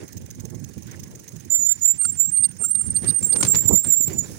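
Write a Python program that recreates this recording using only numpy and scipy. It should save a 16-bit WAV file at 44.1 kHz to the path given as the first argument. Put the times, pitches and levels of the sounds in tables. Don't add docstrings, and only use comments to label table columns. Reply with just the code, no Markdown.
import sys
import numpy as np
from scipy import signal
from scipy.fft import rfft, irfft, next_fast_len
from scipy.io import wavfile
from scipy.ndimage import uniform_filter1d, map_coordinates

SR = 44100
rng = np.random.default_rng(int(sys.argv[2]) if len(sys.argv) > 2 else 0)


def generate_wav(signal):
    frames = np.transpose(np.atleast_2d(signal))
    scaled = np.clip(frames, -1, 1) * 32767
    pcm = np.round(scaled).astype(np.int16)
    wavfile.write(sys.argv[1], SR, pcm)


def to_linear_factor(level_db):
    exponent = np.asarray(level_db, float) / 20
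    return 10 ** exponent


N = 193333


def unit(x):
    return x / np.sqrt(np.mean(x ** 2) + 1e-20)


def along(points, hz):
    f, v = np.transpose(points)
    return np.interp(np.log(hz + 1), np.log(f + 1), v)


def curves(rows):
    s, *cols = np.transpose(rows)
    return [np.interp(np.arange(N) / SR, s, c) for c in cols]


def wobble(rate_hz):
    knots = rng.standard_normal(int(N * rate_hz / SR) + 4)
    return map_coordinates(knots, [np.arange(N) * rate_hz / SR])


def filtered(x, response):
    m = next_fast_len(N + 8192)
    return irfft(rfft(x, m) * response(np.fft.rfftfreq(m, 1 / SR)), m)[..., :N]


def shaped(x, points):
    return filtered(x, lambda hz: to_linear_factor(along(points, hz)))


def rush(spectrum, patchy_db, shared=0.24):
    z = signal.stft(rng.standard_normal((2, N)), nperseg=512)[2]
    field = uniform_filter1d(uniform_filter1d(rng.standard_normal(z.shape[1:]), 6, 0), 8, 1)
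    z[0] = shared * z[1] + np.sqrt(1 - shared ** 2) * z[0]
    pair = signal.istft(z * to_linear_factor(patchy_db * unit(field)), nperseg=512)[1][:, :N]
    return unit(shaped(pair, spectrum))


def add(track, s, sound):
    k = round(s * SR)
    track[..., k:k + sound.shape[-1]] += sound[..., :N - k]


def muffled(pair):
    # hz, gain_db
    left_port = [(300, 4), (2400, -7.5), (4400, -9), (8000, -13), (11000, -13), (15000, -43.5)]
    return np.array([shaped(pair[0], left_port), pair[1]])


def ruts():
    # start_s, length_s, judder_boost_db, crunch_boost_db
    patches = [(0, 0.05, 9, 8), (0.282, 0.013, 9, 2), (0.433, 0.025, 11.5, 0), (0.526, 0.019, 9.5, -3.5),
               (0.764, 0.015, 10, -1.5), (0.87, 0.075, 6, 6), (1.507, 0.011, 19.5, 11.5),
               (1.593, .04, 8.5, 8), (2.045, 0.026, 4, 2.5), (2.425, .04, 24.5, 2), (2.597, 0.032, 19.5, 3),
               (3.025, 0.097, 10, 13.5), (3.207, 0.063, 5.5, 3.5), (3.313, 0.17, 16.5, 6.5),
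               (3.531, 0.05, 12.5, 16), (3.69, 0.068, 9, 0), (3.839, 0.063, 17.5, 12.5),
               (4.0, 0.012, 15, -1.5), (4.072, 0.07, 9, 8)]
    boost = np.zeros((2, N))
    for s, length_s, *boost_db in patches:
        u = np.linspace(0, 1, max(round(1.22 * length_s * SR), 8))
        add(boost, s, np.outer(boost_db, np.clip(12 * u, 0, 1) * np.sqrt(1 - u ** 3)))
    return boost


def bumps():
    # peak_s, peak_db
    bump_events = [(0.158, -27), (0.288, -40), (0.356, -29), (0.435, -28.5), (0.509, -23.5), (0.606, -27.5),
                   (0.763, -24), (0.857, -33), (1.01, -37), (1.179, -59), (1.335, -29), (1.453, -31.5),
                   (1.592, -29.5), (1.646, -41), (1.764, -42.5), (1.765, -35), (1.934, -33.5), (1.937, -28),
                   (2.058, -24), (2.093, -35), (2.27, -26.5), (2.399, -29.5), (2.428, -35), (2.493, -59),
                   (2.584, -25), (2.744, -25.5), (2.843, -32.5), (2.873, -18), (3.019, -34), (3.021, -18),
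                   (3.078, -43), (3.209, -24.5), (3.359, -29), (3.417, -19.5), (3.541, -25), (3.647, -27),
                   (3.73, -28), (3.859, -22), (3.996, -43), (4.07, -30), (4.142, -15.5)]
    rise_s, t60_s = .012, .35
    size, t = np.zeros(N), np.arange(SR // 4) / SR
    for s, db in bump_events:
        add(size, max(s - .006, 0), to_linear_factor(db - 10.0 - 60 * t / t60_s) * (1 - np.exp(-t / rise_s)))
    return size


def tyres(duck):
    # time_s, bumpiness_db, grit_db, left_minus_right_db
    trail = [(0.0, -40, -64.5, -7), (0.23, -42.5, -68, -9), (0.55, -46, -66.5, -19.5), (1.15, -40, -66, -4),
             (1.3, -43.5, -65.5, -5), (1.47, -46.5, -66, -15), (1.67, -48, -61.5, -4.5),
             (2.1, -46.5, -59, -14.5), (2.46, -51.5, -64.5, -19.5), (3.0, -36, -60, -9.5),
             (3.57, -31.5, -49.5, 7), (3.74, -26.5, -52, -25.5), (3.83, -40, -56.5, -6),
             (4.13, -35.5, -57, -8.5), (4.38, -37.5, -58, -10)]
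    # hz, db_per_hz
    rumble_spectrum = [(15, -64), (25, -46.5), (50, -13), (89, 1), (108, 3), (195, -1.5), (360, -13.5),
                       (790, -93)]
    judder_spectrum = [(200, -40), (300, -0.5), (450, -3), (700, -15), (1100, -20.5), (2000, -62.5)]
    crunch_spectrum = [(400, -25.5), (900, -4), (1200, -6.5), (1700, 0), (2800, -6), (4500, -9),
                       (7000, -16.5), (11000, -61.5)]
    hiss_spectrum = [(3500, -30), (5200, -4), (7000, 0), (8300, -8), (10000, -3), (10900, -9), (11600, -30),
                     (13200, -27), (14700, -9), (15800, -14)]
    spray_spectrum = [(7500, -36.5), (9000, -14.5), (12000, 2), (15500, 2)]
    dusty_from_s = 2.9

    rumble_db, crunch_db, pan_db = curves(trail)
    bumpier_db = rumble_db - rumble_db.mean()
    grittier_db = crunch_db - crunch_db.mean()
    judder_db = -53 + 1.39 * bumpier_db
    hiss_db = -46.5 + 1.08 * grittier_db
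    judder_boost_db, crunch_boost_db = ruts()
    bump_size = bumps()

    lumps = to_linear_factor(.6 * wobble(12) + 3 * np.tanh([wobble(30), wobble(30.16)]))
    rumble = unit(lumps * rush(rumble_spectrum, patchy_db=1.5, shared=0))
    rumble = (to_linear_factor(rumble_db - 4.0 + 0.37 * judder_boost_db) + bump_size) * rumble
    swing = to_linear_factor(2.5 * np.tanh(wobble(80)))
    judder = unit(lumps * swing * rush(judder_spectrum, patchy_db=2.5, shared=.3))
    judder = (to_linear_factor(judder_db - 1.0 + judder_boost_db) + to_linear_factor(-32.5) * bump_size) * judder

    grit = to_linear_factor(1.5 * wobble(60) + 2.5 * wobble(300))
    crunch = unit(grit * rush(crunch_spectrum, patchy_db=2.5))
    crunch = to_linear_factor(crunch_db + 9.5 + crunch_boost_db) * crunch
    hiss = to_linear_factor(hiss_db + .2 * crunch_boost_db) * rush(hiss_spectrum, patchy_db=1.5)
    dusty = np.clip((np.arange(N) / SR - dusty_from_s) * 10, 0, 1)
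    spray_size = dusty * to_linear_factor(-54 + 1.3 * grittier_db + .3 * crunch_boost_db)
    hiss = hiss + spray_size * rush(spray_spectrum, patchy_db=1) * [[.1], [1]]

    lows = to_linear_factor(np.array([pan_db, -pan_db]) / 2) * (duck ** 0.51 * rumble + duck ** 1.01 * judder)
    return lows + muffled(duck ** 1.026 * crunch + duck ** 0.69 * hiss)


def freewheel():
    # time_s, teeth_passed
    coasting = [(.035, 0), (.35, 7), (.501, 10), (.736, 15), (.957, 20), (1.11, 24), (1.28, 28), (1.4, 31),
                (1.499, 33), (1.964, 41), (2.171, 44), (2.355, 47), (2.567, 51), (2.747, 55), (2.982, 61),
                (3.269, 68), (3.938, 82), (4.368, 90)]
    # centre_hz, width_hz, level_db
    hub_modes = [(5160, 340, 0), (6450, 640, 10), (8170, 730, -1.5), (15050, 2650, 2)]
    blows, t = np.zeros((2, N)), np.arange(900) / SR
    when, passed = np.transpose(coasting)
    teeth_s = np.interp(np.arange(passed[-1]), passed, when)
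    chance = rng.random((len(teeth_s), 6))
    for s, (a, b, whole, *pawls) in zip(teeth_s, chance):
        lags_s = (0, 0.003 + 0.0016 * a, 0.0041 + 0.0056 * b)
        for lag_s, z in zip(lags_s, pawls):
            spread_db = 12 * whole + 5 * z
            shape = to_linear_factor(-22.0 - spread_db - 60 * t / 0.02) * (1 - np.exp(-t / 0.00095))
            common = 0.39 * rng.standard_normal(len(t))
            add(blows, s - .002 + lag_s, shape * (common + 0.99 * rng.standard_normal((2, len(t)))))

    def shell(f):
        total = 0
        for k, (c, w, db) in enumerate(hub_modes):
            total = total + (-1) ** k * to_linear_factor(db / 2) * 1j * f * w / (c * c - f * f + 1j * f * w)
        return total

    return muffled(filtered(blows, lambda f: shell(f) ** 2 + 0.31 * (f > 1500) * (f < 11130)))


def scuff():
    # start_s, length_s, level_db
    s, length_s, db = (.872, .09, -49)
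    # hz, db_per_hz
    tuft = [(900, -40), (1500, -1), (1900, 4.5), (2600, -19), (3500, -33)]
    out, k = np.zeros((2, N)), round(length_s * SR)
    size = to_linear_factor(db + 2.6 * wobble(90)[:k]) * signal.windows.tukey(k, .4)
    add(out, s, size * rush(tuft, patchy_db=2)[:, :k] * [[.6], [1]])
    return out


def brake_mode(grabs, flutter_hz, wander_hz, climb, drag, bites=()):
    sag, easy_size, glide_s = -.0008, .12, .003
    centre_s, length_s, top_db, grab_hz = np.transpose(grabs)[:, :, None]
    t = np.arange(0, N + 32, 32) / SR
    u = (t - centre_s) / length_s
    swells = to_linear_factor(top_db) * np.cos(np.pi * np.clip(u, -.5, .5)) ** 2
    pull = swells + 1e-4 / (1 + u ** 4)
    grab_hz = grab_hz * (1 + climb * to_linear_factor(top_db) * np.clip(u, -.5, .5))

    def full(x):
        return np.interp(np.arange(N) / SR, t, x)

    size = full(swells.sum(0))
    pitch_hz = full((pull * grab_hz).sum(0) / pull.sum(0))
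    pitch_hz = uniform_filter1d(pitch_hz, round(glide_s * SR)) * (1 + sag * (size - easy_size))
    for s, bite_s, depth_hz in bites:
        add(pitch_hz, s, -depth_hz * np.hanning(round(bite_s * SR)))
    linger = signal.lfilter([.001], [1, -.999], np.minimum(size, .05))
    size = size + drag * linger * to_linear_factor(5 * wobble(60))
    pitch_hz = pitch_hz + wander_hz * wobble(35) + flutter_hz * (wobble(100) + 1.1 * wobble(450))
    size = size * to_linear_factor(.5 * wobble(130) + 1.0 * wobble(300))
    return size * np.exp(2j * np.pi * np.cumsum(pitch_hz) / SR)


def overload(tone):
    # start_s, length_s, level_db
    overloads = [(2.017, 0.0029, -34), (2.048, 0.0098, -28), (2.372, 0.004, -31.5), (2.382, 0.0039, -40),
                 (2.434, 0.025, -29.5), (2.636, 0.018, -35.5), (2.753, 0.0047, -32), (2.811, 0.0048, -42.5),
                 (2.961, 0.016, -29.5), (3.074, 0.039, -28.5), (3.323, 0.02, -28)]
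    up, down = 160, 147
    gate = np.zeros(N)
    for s, length_s, db in overloads:
        add(gate, s, to_linear_factor(db) * signal.windows.tukey(max(round(length_s * SR), 8), .4))
    level_tone = tone.real / uniform_filter1d(np.abs(tone) + 1e-4, 200)
    fast = signal.resample_poly(level_tone, up, down)
    cut = signal.resample_poly(np.clip(fast - .85, 0, None), down, up)[:N]
    folded = filtered(cut * (gate > 0), lambda hz: (hz > 1100) * (hz < 6300) + 0.21 * (hz > 11000))
    return gate * folded / np.sqrt(np.abs(uniform_filter1d(folded ** 2, 300)) + 1e-9)


def brakes():
    # centre_s, length_s, top_db, pitch_hz
    low_mode_grabs = [(1.506, 0.017, -14.0, 7090), (1.523, 0.033, -12.0, 7123), (1.548, 0.024, -17.5, 7160),
                      (1.554, 0.095, -10.0, 7207), (1.596, 0.019, -20.0, 7220), (1.616, 0.086, -15.0, 7023),
                      (1.633, 0.032, -15.0, 6760), (1.654, 0.022, -19.0, 6829), (1.655, 0.025, -21.5, 6923),
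                      (1.657, 0.046, -24.0, 6987), (1.67, 0.022, -8.5, 7204), (1.695, 0.018, -11.0, 7230),
                      (1.702, 0.092, -12.0, 7181), (1.721, 0.027, -12.0, 7264), (1.743, 0.018, -33.5, 7176),
                      (1.759, 0.023, -27.0, 7178), (1.791, 0.058, -41.5, 6963), (1.83, 0.05, -13.5, 7010),
                      (1.835, 0.015, -16.5, 6984), (1.858, 0.038, -5.0, 7228), (1.885, 0.038, -7.5, 7283),
                      (1.907, 0.047, -7.5, 7299), (1.92, 0.031, -26.5, 7429), (1.933, 0.031, -32.0, 7373),
                      (1.939, 0.109, -30.5, 7296),
                      (2.039, 0.058, -23.0, 7313), (2.061, 0.03, -24.5, 7321), (2.081, 0.075, -21.0, 7407),
                 (2.099, 0.037, -14.5, 7373), (2.132, 0.047, -34.0, 7326), (2.174, 0.034, -27.0, 7259),
                 (2.206, 0.039, -15.0, 7234), (2.216, 0.095, -10.5, 7315), (2.251, 0.036, -17.0, 7417),
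                 (2.26, 0.03, -30.5, 7398), (2.261, 0.019, -20.0, 7387), (2.274, 0.023, -24.5, 7408),
                 (2.289, 0.042, -20.5, 7476), (2.299, 0.022, -25.5, 7481), (2.321, 0.088, -44.0, 7281),
                 (2.637, 0.092, -28.5, 7312), (2.651, 0.053, -17.5, 7383), (2.667, 0.023, -24.5, 7461),
                 (2.691, 0.063, -21.5, 7512), (2.742, 0.043, -34.0, 7433), (2.788, 0.098, -38.5, 7355),
                 (2.819, 0.028, -34.5, 7399), (2.841, 0.11, -34.5, 7382), (2.847, 0.016, -38.0, 7550),
                 (2.952, 0.037, -39.0, 7319),
                      (3.234, 0.027, -20.0, 7396), (3.25, 0.025, -10.0, 7483), (3.257, 0.109, -22.0, 7395),
                (3.364, 0.021, -32.0, 7127), (3.411, 0.082, -20.0, 7352), (3.432, 0.015, -24.0, 6751),
                (3.451, 0.01, -19.0, 6909), (3.474, 0.051, -27.0, 7370), (3.478, 0.015, -20.0, 7417),
                (3.487, 0.019, -5.0, 7401), (3.518, 0.076, -10.0, 7379), (3.521, 0.01, -12.0, 7381),
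                (3.523, 0.028, -22.0, 7458), (3.554, 0.023, -17.0, 7351), (3.571, 0.019, -16.0, 7124),
                (3.577, 0.059, -10.0, 7188), (3.593, 0.021, -13.0, 7287), (3.608, 0.016, -10.5, 7351),
                (3.62, 0.025, -15.5, 7403), (3.661, 0.016, -15.0, 7394), (3.661, 0.105, -22.5, 7344),
                (3.685, 0.041, -18.0, 7202), (3.687, 0.031, -8.0, 7220), (3.703, 0.022, -21.0, 7286),
                (3.711, 0.015, -14.5, 7399), (3.738, 0.022, -14.0, 7140), (3.753, 0.109, -10.0, 7215),
                (3.759, 0.02, -20.5, 7030), (3.767, 0.044, -19.0, 7038), (3.794, 0.055, -12.0, 7394),
                      (3.826, 0.055, -22.5, 7353), (3.855, 0.019, -23.5, 7349), (3.884, 0.083, -21.0, 7312),
               (3.891, 0.024, -15.5, 7454), (3.908, 0.022, -7.5, 7371), (3.925, 0.013, -17.5, 7511),
               (3.935, 0.057, -6.0, 7206), (3.973, 0.052, -11.5, 7352), (3.978, 0.016, -18.0, 7590),
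               (4.005, 0.085, -16.5, 7428), (4.011, 0.015, -12.5, 7192), (4.027, 0.074, -24.0, 6924),
               (4.029, 0.028, -23.5, 6991), (4.042, 0.029, -22.0, 7066), (4.044, 0.023, -15.5, 7235),
               (4.044, 0.023, -28.5, 7184), (4.058, 0.04, -35.5, 7254), (4.07, 0.056, -21.5, 7375),
               (4.076, 0.017, -19.0, 7425), (4.087, 0.101, -39.0, 7254), (4.135, 0.014, -23.5, 7144),
               (4.153, 0.099, -31.5, 7114), (4.188, 0.065, -24.5, 7269), (4.192, 0.026, -12.5, 7148),
               (4.209, 0.025, -20.5, 6646), (4.229, 0.102, -29.5, 7034)]
    high_grabs = [(2.016, 0.087, -11.0, 8707), (2.054, 0.034, -10.0, 8685), (2.068, 0.085, -31.0, 8741),
                  (2.128, 0.029, -20.5, 8757), (2.153, 0.04, -29.0, 8691), (2.259, 0.023, -35.5, 8732),
                  (2.331, 0.042, -13.5, 8836), (2.349, 0.028, -11.5, 8731), (2.382, 0.081, -9.5, 8739),
                  (2.411, 0.022, -14.5, 8736), (2.429, 0.022, -17.5, 8683), (2.445, 0.063, -8.0, 8642),
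                  (2.457, 0.019, -18.0, 8912), (2.493, 0.017, -26.0, 8734), (2.512, 0.03, -33.0, 8769),
                  (2.626, 0.01, -18.5, 8639), (2.63, 0.11, -18.5, 8679), (2.653, 0.029, -17.0, 8804),
                  (2.707, 0.071, -23.0, 8860), (2.715, 0.027, -11.5, 8864), (2.734, 0.017, -15.0, 8800),
                  (2.754, 0.027, -11.0, 8838), (2.781, 0.108, -17.0, 8694), (2.798, 0.015, -17.0, 8451),
                  (2.814, 0.022, -15.5, 8699), (2.829, 0.069, -28.5, 8771), (2.868, 0.055, -21.5, 8870),
                  (2.884, 0.016, -28.5, 8691), (2.907, 0.012, -14.0, 8767), (2.911, 0.047, -20.5, 8709),
                  (2.962, 0.037, -28.5, 8554), (2.968, 0.065, -11.5, 8692), (2.992, 0.027, -30.0, 8844),
                 (3.024, 0.099, -25.5, 8829), (3.064, 0.027, -33.5, 8742), (3.077, 0.026, -31.5, 8916),
                 (3.09, 0.063, -8.5, 8716), (3.106, 0.019, -15.0, 8881), (3.143, 0.075, -21.0, 8798),
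                 (3.149, 0.015, -16.5, 8774), (3.167, 0.032, -10.0, 8793), (3.187, 0.033, -12.5, 8708),
                 (3.208, 0.021, -23.0, 8597), (3.234, 0.023, -19.0, 8699), (3.275, 0.053, -19.0, 8826),
                 (3.305, 0.034, -7.0, 8716), (3.331, 0.039, -8.0, 8649), (3.339, 0.021, -27.0, 8852),
                 (3.349, 0.045, -24.0, 8821), (3.373, 0.012, -12.5, 8831), (3.378, 0.065, -15.5, 8711),
                 (3.412, 0.021, -9.0, 8712), (3.432, 0.026, -18.0, 8774), (3.453, 0.033, -24.0, 8791),
                 (3.473, 0.031, -19.0, 8709), (3.502, 0.021, -15.0, 8698), (3.515, 0.109, -37.0, 8583),
                 (3.845, 0.027, -15.5, 8604), (3.872, 0.038, -24.5, 8641), (3.872, 0.012, -15.5, 8678)]
    # start_s, length_s, depth_hz
    bites = [
        (3.077, .022, 85),
        (3.317, .016, 45),
    ]
    # time_s, level_db
    overtone = [(1.5, -2), (1.95, -2), (2.09, -1.5), (2.2, -0.5), (2.65, -3.5), (3.45, -0.5), (3.75, 2),
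                (3.97, 1.5), (4.1, 11), (4.19, -5)]
    # hz, db_per_hz
    fizz = [(13600, -50), (14300, -6), (14800, 0), (15300, -8), (15900, -30)]

    low_grabs = low_mode_grabs
    low = brake_mode(low_grabs, flutter_hz=20, wander_hz=6, climb=0, drag=.07)
    high = brake_mode(high_grabs, flutter_hz=12, wander_hz=2, climb=.03, drag=.035, bites=bites)
    overtone_db = curves(overtone)[0]
    octave = low ** 2 / (np.abs(low) + 0.016) ** 0.9
    octave = octave * to_linear_factor(overtone_db + 2.5 * wobble(70)) * np.exp(.6j * wobble(420))

    difference = high * low.conj() / np.sqrt(np.abs(high * low) + 0.0034)
    mixed = to_linear_factor(-28.5 + 5.2 * wobble(130)) * difference
    mixed = mixed + to_linear_factor(7.0) * high ** 2 * low.conj()
    mixed = mixed + to_linear_factor(-3.0) * low ** 2 * high.conj() / (np.abs(low) + 0.23)
    rub = rush([(4000, -40), (6000, -14), (7300, 0), (7900, -14), (8300, -70)], patchy_db=2)
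    rub = rub * np.abs(low) * to_linear_factor(-40)

    right = (low + high + to_linear_factor(-12.5) * octave + mixed).real + overload(0.38 * low + high) + rub[1]
    fizz_size = to_linear_factor(-37 + overtone_db + 3 * wobble(90)) * np.abs(low)
    right = right + fizz_size * rush(fizz, patchy_db=2)[1]

    def path(db):
        return to_linear_factor(db + 2.5 * wobble(70)) * np.exp(1.2j * wobble(40))

    left = path(-16.5) * low + path(-15.0) * high + to_linear_factor(-53.5) * octave + to_linear_factor(-18.5) * mixed
    return np.array([left.real + to_linear_factor(-22.0) * rub[0], right]), np.abs(low) + np.abs(high)


def thump(hz, t60_s):
    t = np.arange(3000) / SR
    return np.sin(2 * np.pi * hz * t) * to_linear_factor(-60 * t / t60_s) * (1 - np.exp(-t / 0.00044))


def frame():
    # start_s, peak_db, thump_db, left_minus_right_db
    knocks = [(1.51, -50.5, 11, 13), (2.494, -59, 10, 7), (2.75, -51, 11, -19), (3.3563, -32, -13, 7.5),
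              (3.0016, -54, -1, -7.5), (3.0215, -41, 23.5, -11), (3.045, -29.5, 14.5, -1.5),
              (3.0886, -34.5, 21, -3), (3.197, -45.5, 10, 3), (3.2276, -32, 8, -1), (3.3597, -29, 10, -7),
              (3.3631, -32, 14.5, -18.5), (3.41, -25, 10.5, 4), (3.428, -19, -14, -16.5),
              (3.4321, -17, 0, 16), (3.4504, -21.5, 7.5, -13.5), (3.4677, -24.5, -21, 3.5),
              (3.5464, -28, 14, 0.5), (3.5481, -24, 11.5, 10), (3.5551, -21, -1.5, -8),
              (3.6909, -33, -6, -10), (3.8476, -34, -8, -11), (4.0816, -33, 19, 5)]
    # start_s, peak_db, pitch_hz
    thuds = [
        (1.5105, -28, 950),
        (3.6545, -9, 110),
        (3.697, -17, 330),
        (3.7385, -9, 190),
        (3.757, -18, 300),
        (4.005, -18, 260),
        (4.078, -19, 280),
    ]
    # hz, gain_db
    crack_spectrum = [(400, -8.5), (1000, 0.5), (3000, -6.5), (7000, -1), (10000, -8), (15500, -27.5)]
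    # reference_s, spacing_s, level_db
    reference_s, spacing_s, stalk_db = (2.869, 0.0075, -40)

    cracks, lows, t = np.zeros((2, N)), np.zeros((2, N)), np.arange(2200) / SR
    rattle = to_linear_factor(-60 * t / .012) + .24 * to_linear_factor(-60 * t / .07)
    for s, db, thump_db, pan_db in knocks:
        side = to_linear_factor([[pan_db / 2 + 0.5], [-pan_db / 2 + 3.0]])
        add(cracks, s, side * to_linear_factor(db + 4.5) * rattle * rng.standard_normal((2, len(t))))
        rings = np.array([thump(hz, t60_s=0.052) for hz in rng.uniform(106, 294, 2)])
        add(lows, s, to_linear_factor(db + thump_db - 3.0) * rings)
    for s, db, hz in thuds:
        add(lows, s, -to_linear_factor([[db - 26], [db]]) * thump(hz, t60_s=7 / hz))
    stalk_side = to_linear_factor([[stalk_db + 13.0], [stalk_db - 22.0]])
    for k in (-3.9, 0, 1, 1.9, 2.8, 3.6, 4.7, 5.9, 7, 8.1):
        flick = to_linear_factor(-60 * t / 0.0021) * rng.standard_normal(len(t))
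        add(cracks, reference_s + k * spacing_s, stalk_side * flick)

    cracks = filtered(cracks, lambda hz: to_linear_factor(along(crack_spectrum, hz)) * hz / (hz + 300))
    left = shaped(cracks[0], [(3000, -1.0), (7500, 5.0), (9500, 7.0), (10800, -42.5)])
    lows = filtered(lows, lambda hz: hz ** 2 / (hz ** 2 + 55 ** 2))
    return lows + np.array([left, cracks[1]])


def scene():
    # start_s, length_s, share_kept
    open_treble = [
        (1.572, .075, .6),
        (2.17, .04, .8),
        (3.46, .255, .42),
        (3.875, .03, .9),
        (4.055, .3, 1),
    ]
    treble_hz, starve_size = 8900, .15
    squeal, loudness = brakes()
    duck = 1 / (1 + uniform_filter1d(loudness, 1500) / .09)
    steady = duck ** 0.51 * freewheel() + tyres(duck) + scuff()
    treble = filtered(steady, lambda hz: (hz > treble_hz) * (hz < 1.55 * treble_hz))
    kept = np.zeros(N)
    for s, length_s, share in open_treble:
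        add(kept, s, share * signal.windows.tukey(round(length_s * SR), .3))
    starved = 1 - 1 / (1 + (uniform_filter1d(loudness, 2000) / starve_size) ** 4)
    return squeal + frame() + steady - (1 - kept) * starved * treble


def top_cut(x):
    return signal.sosfilt(signal.butter(12, 16250, fs=SR, output="sos"), x)


def record(dry):
    left_lead_samples, top_hz = 21, 15900
    dry = np.array([np.roll(dry[0], -left_lead_samples), dry[1]])
    rounded = dry / (1 + np.abs(dry / .95) ** 6) ** (1 / 6)
    return top_cut(filtered(rounded, lambda hz: hz < top_hz))


dry = scene()
out = record(dry)
generate_wav(out)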